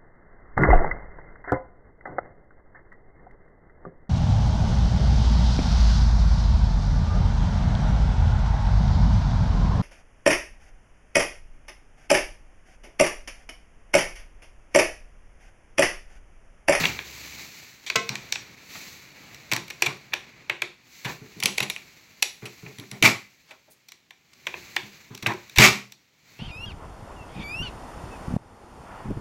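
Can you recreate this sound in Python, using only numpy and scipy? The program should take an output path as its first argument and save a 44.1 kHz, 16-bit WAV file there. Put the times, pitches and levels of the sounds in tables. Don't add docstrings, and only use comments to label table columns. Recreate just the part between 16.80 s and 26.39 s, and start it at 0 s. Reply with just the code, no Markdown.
import sys
import numpy as np
from scipy import signal
from scipy.fft import rfft, irfft, next_fast_len
from scipy.io import wavfile
from scipy.ndimage import uniform_filter1d

SR = 44100
rng = np.random.default_rng(int(sys.argv[2]) if len(sys.argv) > 2 else 0)


def wrap_up_sound(samples):
    columns = np.atleast_2d(samples).T
    tamed = np.clip(columns, -1, 1)
    steps = np.round(tamed * 32767).astype(np.int16)
    wavfile.write(sys.argv[1], SR, steps)


N = 422919
TIME = np.arange(N) / SR

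# start_s, level_db
PUSHES = [(1.292, -39), (2.719, -37), (2.763, -44), (3.021, -49), (3.062, -38.5), (3.698, -54),
          (3.819, -56), (4.247, -36.5), (4.409, -46), (4.56, -46.5), (4.634, -37.5), (4.803, -38),
          (5.621, -41), (5.655, -55), (5.825, -44.5), (5.86, -45.5), (5.983, -43.5), (6.113, -41.5),
          (6.23, -31), (8.024, -48.5), (8.301, -44), (8.425, -41), (8.463, -31.5), (8.785, -17.5)]
# pitch_hz, bandwidth_hz, gain_db
PANEL_MODES = [(106, 22, -6), (125, 12, 3), (160, 24, -4), (202, 12, 0), (255, 40, -10), (320, 40, -11),
               (378, 30, -9), (432, 20, -9)]


def latch_releases(rise_s=0.001, lead_s=0.01596, bounce_db=2.0, lid_hz=66.0, lid_rise_s=0.006):
    # start_s, hold_s, decay_s, level_db, treble_db, boom_db, jump_db
    releases = [(6.233, 0.024, 0.026, -14.5, 3.5, -25, -31.5),
                (8.793, 0.058, 0.034, -12.5, 4, -24.5, -14.5)]
    # frequency_hz, level_db
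    rattle_spectrum = [(240, -44.5), (400, -16.5), (570, -9), (719, -6.5), (789, -6.5), (1160, -2.5),
                       (1560, -6), (2320, 5), (2930, -7.5), (5270, -12), (5960, -12.5), (7750, -16.5),
                       (8630, -26.5), (13300, -22), (16000, -31.5)]
    out, t = np.zeros(N), TIME[:SR // 2]
    for start, hold, decay, db, treble_db, boom_db, jump_db in releases:
        shaking = (1 - np.exp(-t / rise_s)) * np.exp(-np.maximum(t - hold, 0) / decay)
        bounces = from_db(bounce_db * smooth_noise(len(t), span=220))
        rattle = colour(chatter(len(t), per_s=5000, spread_db=-2.0), rattle_spectrum)
        rattle += (from_db(treble_db) - 1) * band(rattle, 3200, 20000, order=1)
        add(out, start, from_db(db) * shaking * bounces * rattle)
        panels = resonate(rng.standard_normal(len(t)) * shaking, PANEL_MODES)
        add(out, start - lead_s, at_level(panels, boom_db, hold + decay))
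        jump = np.sin(2 * np.pi * lid_hz * t) * t / lid_rise_s * np.exp(1 - t / lid_rise_s)
        add(out, start - lead_s, from_db(jump_db) * jump)
    return out


def latch_clicks(contacts, crack_db=-14.5, right_latch_s=(4.4, 6.5), loose_until_s=2.0):
    # pitch_hz, bandwidth_hz, left_latch_db, right_latch_db
    steel_modes = [(353.2, 27, -4.5, -10), (757, 170, -3, -5), (1053, 160, -4, -14),
                   (1594, 190, -0.5, -4.5), (1874, 560, -3, -3.5), (2340, 280, 9, 13), (2778, 800, 1.5, 6),
                   (3460, 1020, 5.5, 4.5), (4230, 1300, 2, -3), (5703, 270, 5.5, 1), (7840, 600, -15, -6),
                   (9210, 1700, -38, -2), (11100, 1000, -27, 2), (12300, 320, -19.5, 3),
                   (14400, 2400, -2, -7)]
    edges_hz = [330, 1600, 3200, 7500, 16000]
    # offset_db, db_per_hardness_db, loose_metal_db
    timbre = [(-11, -0.07, -2.5), (-1, 0, 1), (-6.5, 1.5, -1), (-15, 1.63, -10.5)]
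    offset_db, per_hardness, loose_db = np.transpose(timbre)
    filters = [signal.butter(4, pair, "band", fs=SR, output="sos")
               for pair in zip(edges_hz, edges_hz[1:])]
    out, t = np.zeros(N), TIME[:SR // 16]
    for start, length, db, hardness, knock_db in contacts:
        on_right = right_latch_s[0] < start < right_latch_s[1]
        modes = [(hz, width, right if on_right else left) for hz, width, left, right in steel_modes]
        force = chatter(len(t), per_s=7000, spread_db=4.0) * np.exp(-(t / length) ** 2)
        corner_hz = np.clip(11000 * 2 ** (hardness / 6.4), 1500, .45 * SR)
        rounded = signal.sosfilt(signal.butter(1, corner_hz, fs=SR, output="sos"), force)
        steel = resonate(rounded, modes) + from_db(crack_db) * force
        levels = db + offset_db + hardness * per_hardness + loose_db * (start < loose_until_s)
        levels[0] += knock_db
        for sos, level_db in zip(filters, levels):
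            add(out, start, at_level(signal.sosfilt(sos, steel), level_db, seconds=0.005))
    return out


def metal_contacts(jolt_s=3.6, jolt_knock_db=17, ticks_per_s=7, tick_s=0.003):
    # start_s, chatter_s, level_db, hardness_db (below 0 dull, above 0 bright)
    strikes = [(0.0352, 0.012, -17, -15), (0.0536, 0.0018, -15.5, -2), (0.1896, 0.0012, -27, -11),
               (1.0628, 0.03, -31, 5), (1.0994, 0.0037, -20.5, 0.5), (1.157, 0.0072, -19, 5.5),
               (1.291, 0.0023, -26, 5.5), (1.3548, 0.0013, -28.5, 2), (1.5229, 0.0027, -25, 8),
               (1.556, 0.0023, -27, -1), (2.715, 0.0039, -21, -1), (2.722, 0.0029, -19.5, -1),
               (2.7345, .001, -25, 5.5), (2.7629, 0.0022, -26, 2.5), (2.901, 0.0078, -31, 0.5),
               (3.021, 0.0049, -13, -0.5), (3.0606, 0.0094, -17.5, -2), (3.321, 0.015, -35, -18),
               (3.333, .004, -19.5, -10), (3.3383, 0.00037, -24, 0.5), (3.696, 0.0055, -17, -8),
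               (3.8192, 0.0033, -18, -4), (4.2463, .018, -26, -2), (4.6011, 0.0039, -36.5, 6),
               (4.6253, .0028, -22.5, -3.5), (4.6345, .0044, -28.5, 8.5), (4.656, 0.0042, -18, 5.5),
               (4.777, 0.003, -32, 0), (4.7807, 0.003, -18.5, 0.5), (4.8031, 0.0036, -19.5, 0.5),
               (4.8258, .012, -25, 2.5), (4.8987, 0.0047, -25.5, 4), (4.962, 0.0012, -29.5, -4),
               (5.4236, 0.0053, -17, 5), (5.6545, 0.016, -33.5, 1), (5.8607, .011, -36, -15),
               (5.9844, .0041, -45.5, 6.5), (5.9971, 0.002, -46, 7.5), (6.1136, 0.0024, -42, 8),
               (6.2245, .0042, -11.5, 0), (6.7079, 0.013, -39, -3.5), (7.0845, 0.0083, -49.5, 7),
               (7.119, 0.0031, -43.5, 3.5), (7.306, 0.0047, -42, -2.5), (7.6677, 0.0058, -22, -5),
               (7.7391, 0.005, -28, -57), (7.9633, 0.0037, -17.5, -4.5), (8.351, 0.00061, -47, 8.5),
               (8.4249, .0055, -35, 2.5), (8.4611, .004, -15.5, -13.5), (8.4653, .01, -24, 1),
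               (8.759, 0.02, -25.5, 1.5), (8.773, .004, -22, -1.5), (8.784, .0056, -7.5, 0.5),
               (9.121, 0.0031, -48, 7.5)]
    # start_s, end_s
    fiddling = [(2.4, 3.0), (4.55, 4.98), (8.3, 8.75)]
    jolt_hardness_db, tick_hardness_db = -5, 4.4
    contacts = [(*strike, 0) for strike in strikes]
    for start, push_db in PUSHES:
        jolt_db = min(-29 + 2.34 * (push_db + 35), -26)
        contacts.append((start, jolt_s, jolt_db, jolt_hardness_db, jolt_knock_db))
    for begin, end in fiddling:
        starts = begin + np.cumsum(rng.exponential(1 / ticks_per_s, size=12))
        levels_db = rng.normal(-46, 1, size=12)
        contacts += [(s, tick_s, db, tick_hardness_db, 0) for s, db in zip(starts, levels_db) if s < end]
    return contacts


def case_thuds(push_s=0.016, judder_s=0.02, judder_db=-10.5):
    out, t = np.zeros(N), TIME[:SR // 3]
    for start, db in PUSHES:
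        push = at_level(np.exp(-t / push_s), 0, seconds=0.76)
        judder = band(rng.standard_normal(len(t)), 76, 530) * np.exp(-t / judder_s)
        force = push + at_level(judder, judder_db, seconds=0.93)
        add(out, start, at_level(resonate(force, PANEL_MODES), db, seconds=0.052))
    return out


def hollow_clank(case_db=-38.5, impact_s=0.00025):
    # start_s, level_db
    knocks = [(1.156, -20.5)]
    # pitch_hz, level_db, t60_s
    modes = [(458, -3, .18), (690, -6, .14), (1066, -2, .18), (1319, -6, .19), (1534, -5, .19),
             (2013, -7, .22), (2175, -2, .18), (2562, -5, .2), (2929, -10, .2)]
    out, t = np.zeros(N), TIME[:SR // 2]
    for start, db in knocks:
        for hz, mode_db, t60 in modes:
            ring = from_db(db + mode_db - 60 * t / t60) * np.sin(2 * np.pi * hz * t)
            add(out, start, ring * rng.choice([-1, 1]))
        panels = resonate(np.exp(-t / impact_s), PANEL_MODES)
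        add(out, start, at_level(panels, case_db, seconds=0.042))
    return out


def finger_scrapes():
    # middle_s, half_length_s, level_db, centre_hz
    slides = [(1.959, 0.0058, -40, 1370), (6.699, .024, -58.5, 2510), (6.724, 0.026, -53.5, 807),
              (7.536, 0.0033, -45.5, 2700), (6.89, 0.0096, -55, 378), (6.921, 0.015, -52, 11000)]
    out, t = np.zeros(N), TIME[:SR // 5]
    for middle, half, db, hz in slides:
        grit = rms_one(band(chatter(len(t), per_s=4800, spread_db=5.0), hz / 2, hz * 2))
        swell = np.exp(-((t - t.mean()) / half) ** 2)
        add(out, middle - t.mean(), from_db(db) * grit * swell)
    return out


def sleeve_rustle(still_db=-70.5, rise_share=0.49, flutter_db=1.0, treble_hz=3500.0):
    # fastest_s, slowing_s, level_db, treble_db
    movements = [(0.0, 0.095, -25, -0.5), (.4, 0.39, -45.5, 8), (1.35, 0.48, -45, -2.5),
                 (1.98, 0.17, -47, 9.5), (2.55, 0.68, -47.5, -2), (3.45, 0.46, -51, -50),
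                 (4.18, 0.15, -62.5, 17.5), (4.287, 0.054, -38.5, 0.5), (4.7, 0.6, -51, 2.5),
                 (5.798, 0.63, -56, 7), (7.84, 0.36, -48, 3), (8.58, .35, -53.5, 3), (9.57, 0.22, -54, 2.5)]
    # frequency_hz, level_db
    cloth_spectrum = [(30, -4), (130, 7.5), (300, 1.5), (600, -4), (1500, -4.5), (2300, 4.5), (3200, -8),
                      (4300, -1.5), (5200, -9.5), (6200, -5.5), (7600, -11), (8700, -27.5), (10500, -21),
                      (13500, -15.5)]
    body_power = treble_power = from_db(still_db) ** 2
    for fastest, slowing, db, treble_db in movements:
        width = np.where(TIME < fastest, rise_share * slowing, slowing)
        power = from_db(db) ** 2 / (1 + ((TIME - fastest) / width) ** 2 / 4) ** 6
        body_power = body_power + power
        treble_power = treble_power + power * from_db(treble_db) ** 2
    flutter = from_db(flutter_db * smooth_noise(N, span=900))
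    grain = colour(chatter(next_fast_len(N), per_s=14000, spread_db=3.5), cloth_spectrum)[:N]
    hiss = band(grain, treble_hz, SR / 2, order=1)
    return flutter * (np.sqrt(body_power) * (grain - hiss) + np.sqrt(treble_power) * hiss)


def reverberation(x, build_s=0.002):
    # frequency_hz, level_db (relative to the direct sound), t60_s
    room = [(100, -14, 0.42), (324, 4, 0.25), (1010, -5, 0.27), (2130, -9.5, 0.31), (4540, -6.5, 0.32),
            (8000, -6.5, 0.28), (15000, -18, 0.37)]
    t, response = TIME[:SR * 2 // 3], 0
    edges = np.geomspace(60, 17000, 17)
    for low, high in zip(edges, edges[1:]):
        hz = np.sqrt(low * high)
        envelope = from_db(-60 * t / at_hz(room, hz, column=2)) * (1 - np.exp(-(t / build_s) ** 2))
        tail = band(rng.standard_normal(len(t)), low, high) * envelope
        response = response + at_level(tail, at_hz(room, hz), 2 * (high - low) / SR ** 2)
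    return signal.fftconvolve(x, response)[:N]


def hum(pitch_hz=70.0, level_db=-53.0, fade_at_s=0.62, fade_s=0.04):
    fade = (1 - np.tanh((TIME - fade_at_s) / (2 * fade_s))) / 2
    return from_db(level_db) * np.sin(2 * np.pi * pitch_hz * TIME) * fade


def room_tone(level_db=-68.0):
    # frequency_hz, level_db
    spectrum = [(40, -8), (125, 2), (300, -2), (500, -9), (1400, -11), (2300, -5), (7200, -14), (9500, -29),
                (14000, -22)]
    return from_db(level_db) * colour(rng.standard_normal(next_fast_len(N)), spectrum)[:N]


def resonate(x, modes):
    out = np.zeros(len(x))
    for k, (hz, width, db) in enumerate(modes):
        radius = np.exp(-np.pi * width / SR)
        gain = (-1) ** k * from_db(db + rng.standard_normal()) * (1 - radius ** 2) / 2
        feedback = [1, -2 * radius * np.cos(2 * np.pi * hz / SR), radius ** 2]
        out += signal.lfilter([gain, 0, -gain], feedback, x + 1e-18)
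    return out


def chatter(size, per_s, spread_db):
    touches = rng.random(size) < per_s / SR
    strengths = from_db(spread_db * np.minimum(rng.exponential(1, size), 3))
    return rms_one(touches * strengths * rng.choice([-1, 1], size))


def smooth_noise(size, span):
    return rms_one(uniform_filter1d(rng.standard_normal(size), size=span))


def colour(x, spectrum):
    hz = np.maximum(np.fft.rfftfreq(len(x), 1 / SR), 1)
    fade_below = 1 / (1 + (spectrum[0][0] / hz) ** 2)
    return rms_one(irfft(rfft(x) * from_db(at_hz(spectrum, hz)) * fade_below, len(x)))


def band(x, low, high, order=2):
    sos = signal.butter(order, [low, min(high, .48 * SR)], "band", fs=SR, output="sos")
    return signal.sosfilt(sos, x)


def from_db(db):
    return 10 ** (np.asarray(db) / 20)


def rms_one(x):
    return x / np.sqrt(np.mean(x ** 2) + 1e-20)


def at_level(x, db, seconds):
    return x * from_db(db) * np.sqrt(seconds * SR / (np.sum(x ** 2) + 1e-20))


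def at_hz(points, hz, column=1):
    points = np.array(points)
    return np.interp(np.log(hz), np.log(points[:, 0]), points[:, column])


def add(out, start, sound):
    i = max(0, round(start * SR))
    out[i:i + len(sound)] += sound[:max(0, N - i)]


def scene(directions=3):
    case = case_thuds() + hollow_clank() + latch_releases() + finger_scrapes()
    background = sleeve_rustle() + hum() + room_tone()
    contacts = metal_contacts()
    radiated = [latch_clicks(contacts) for _ in range(directions)]
    reflections = sum(reverberation(case + clicks) for clicks in radiated) / np.sqrt(directions)
    return (case + radiated[0] + reflections + background)[None]


def record(dry, cutoff_hz=15900):
    rounded = dry / (1 + dry ** 6) ** (1 / 6)
    return signal.sosfilt(signal.ellip(10, .2, 85, cutoff_hz, fs=SR, output="sos"), rounded)


dry = scene()
out = record(dry)
wrap_up_sound(out)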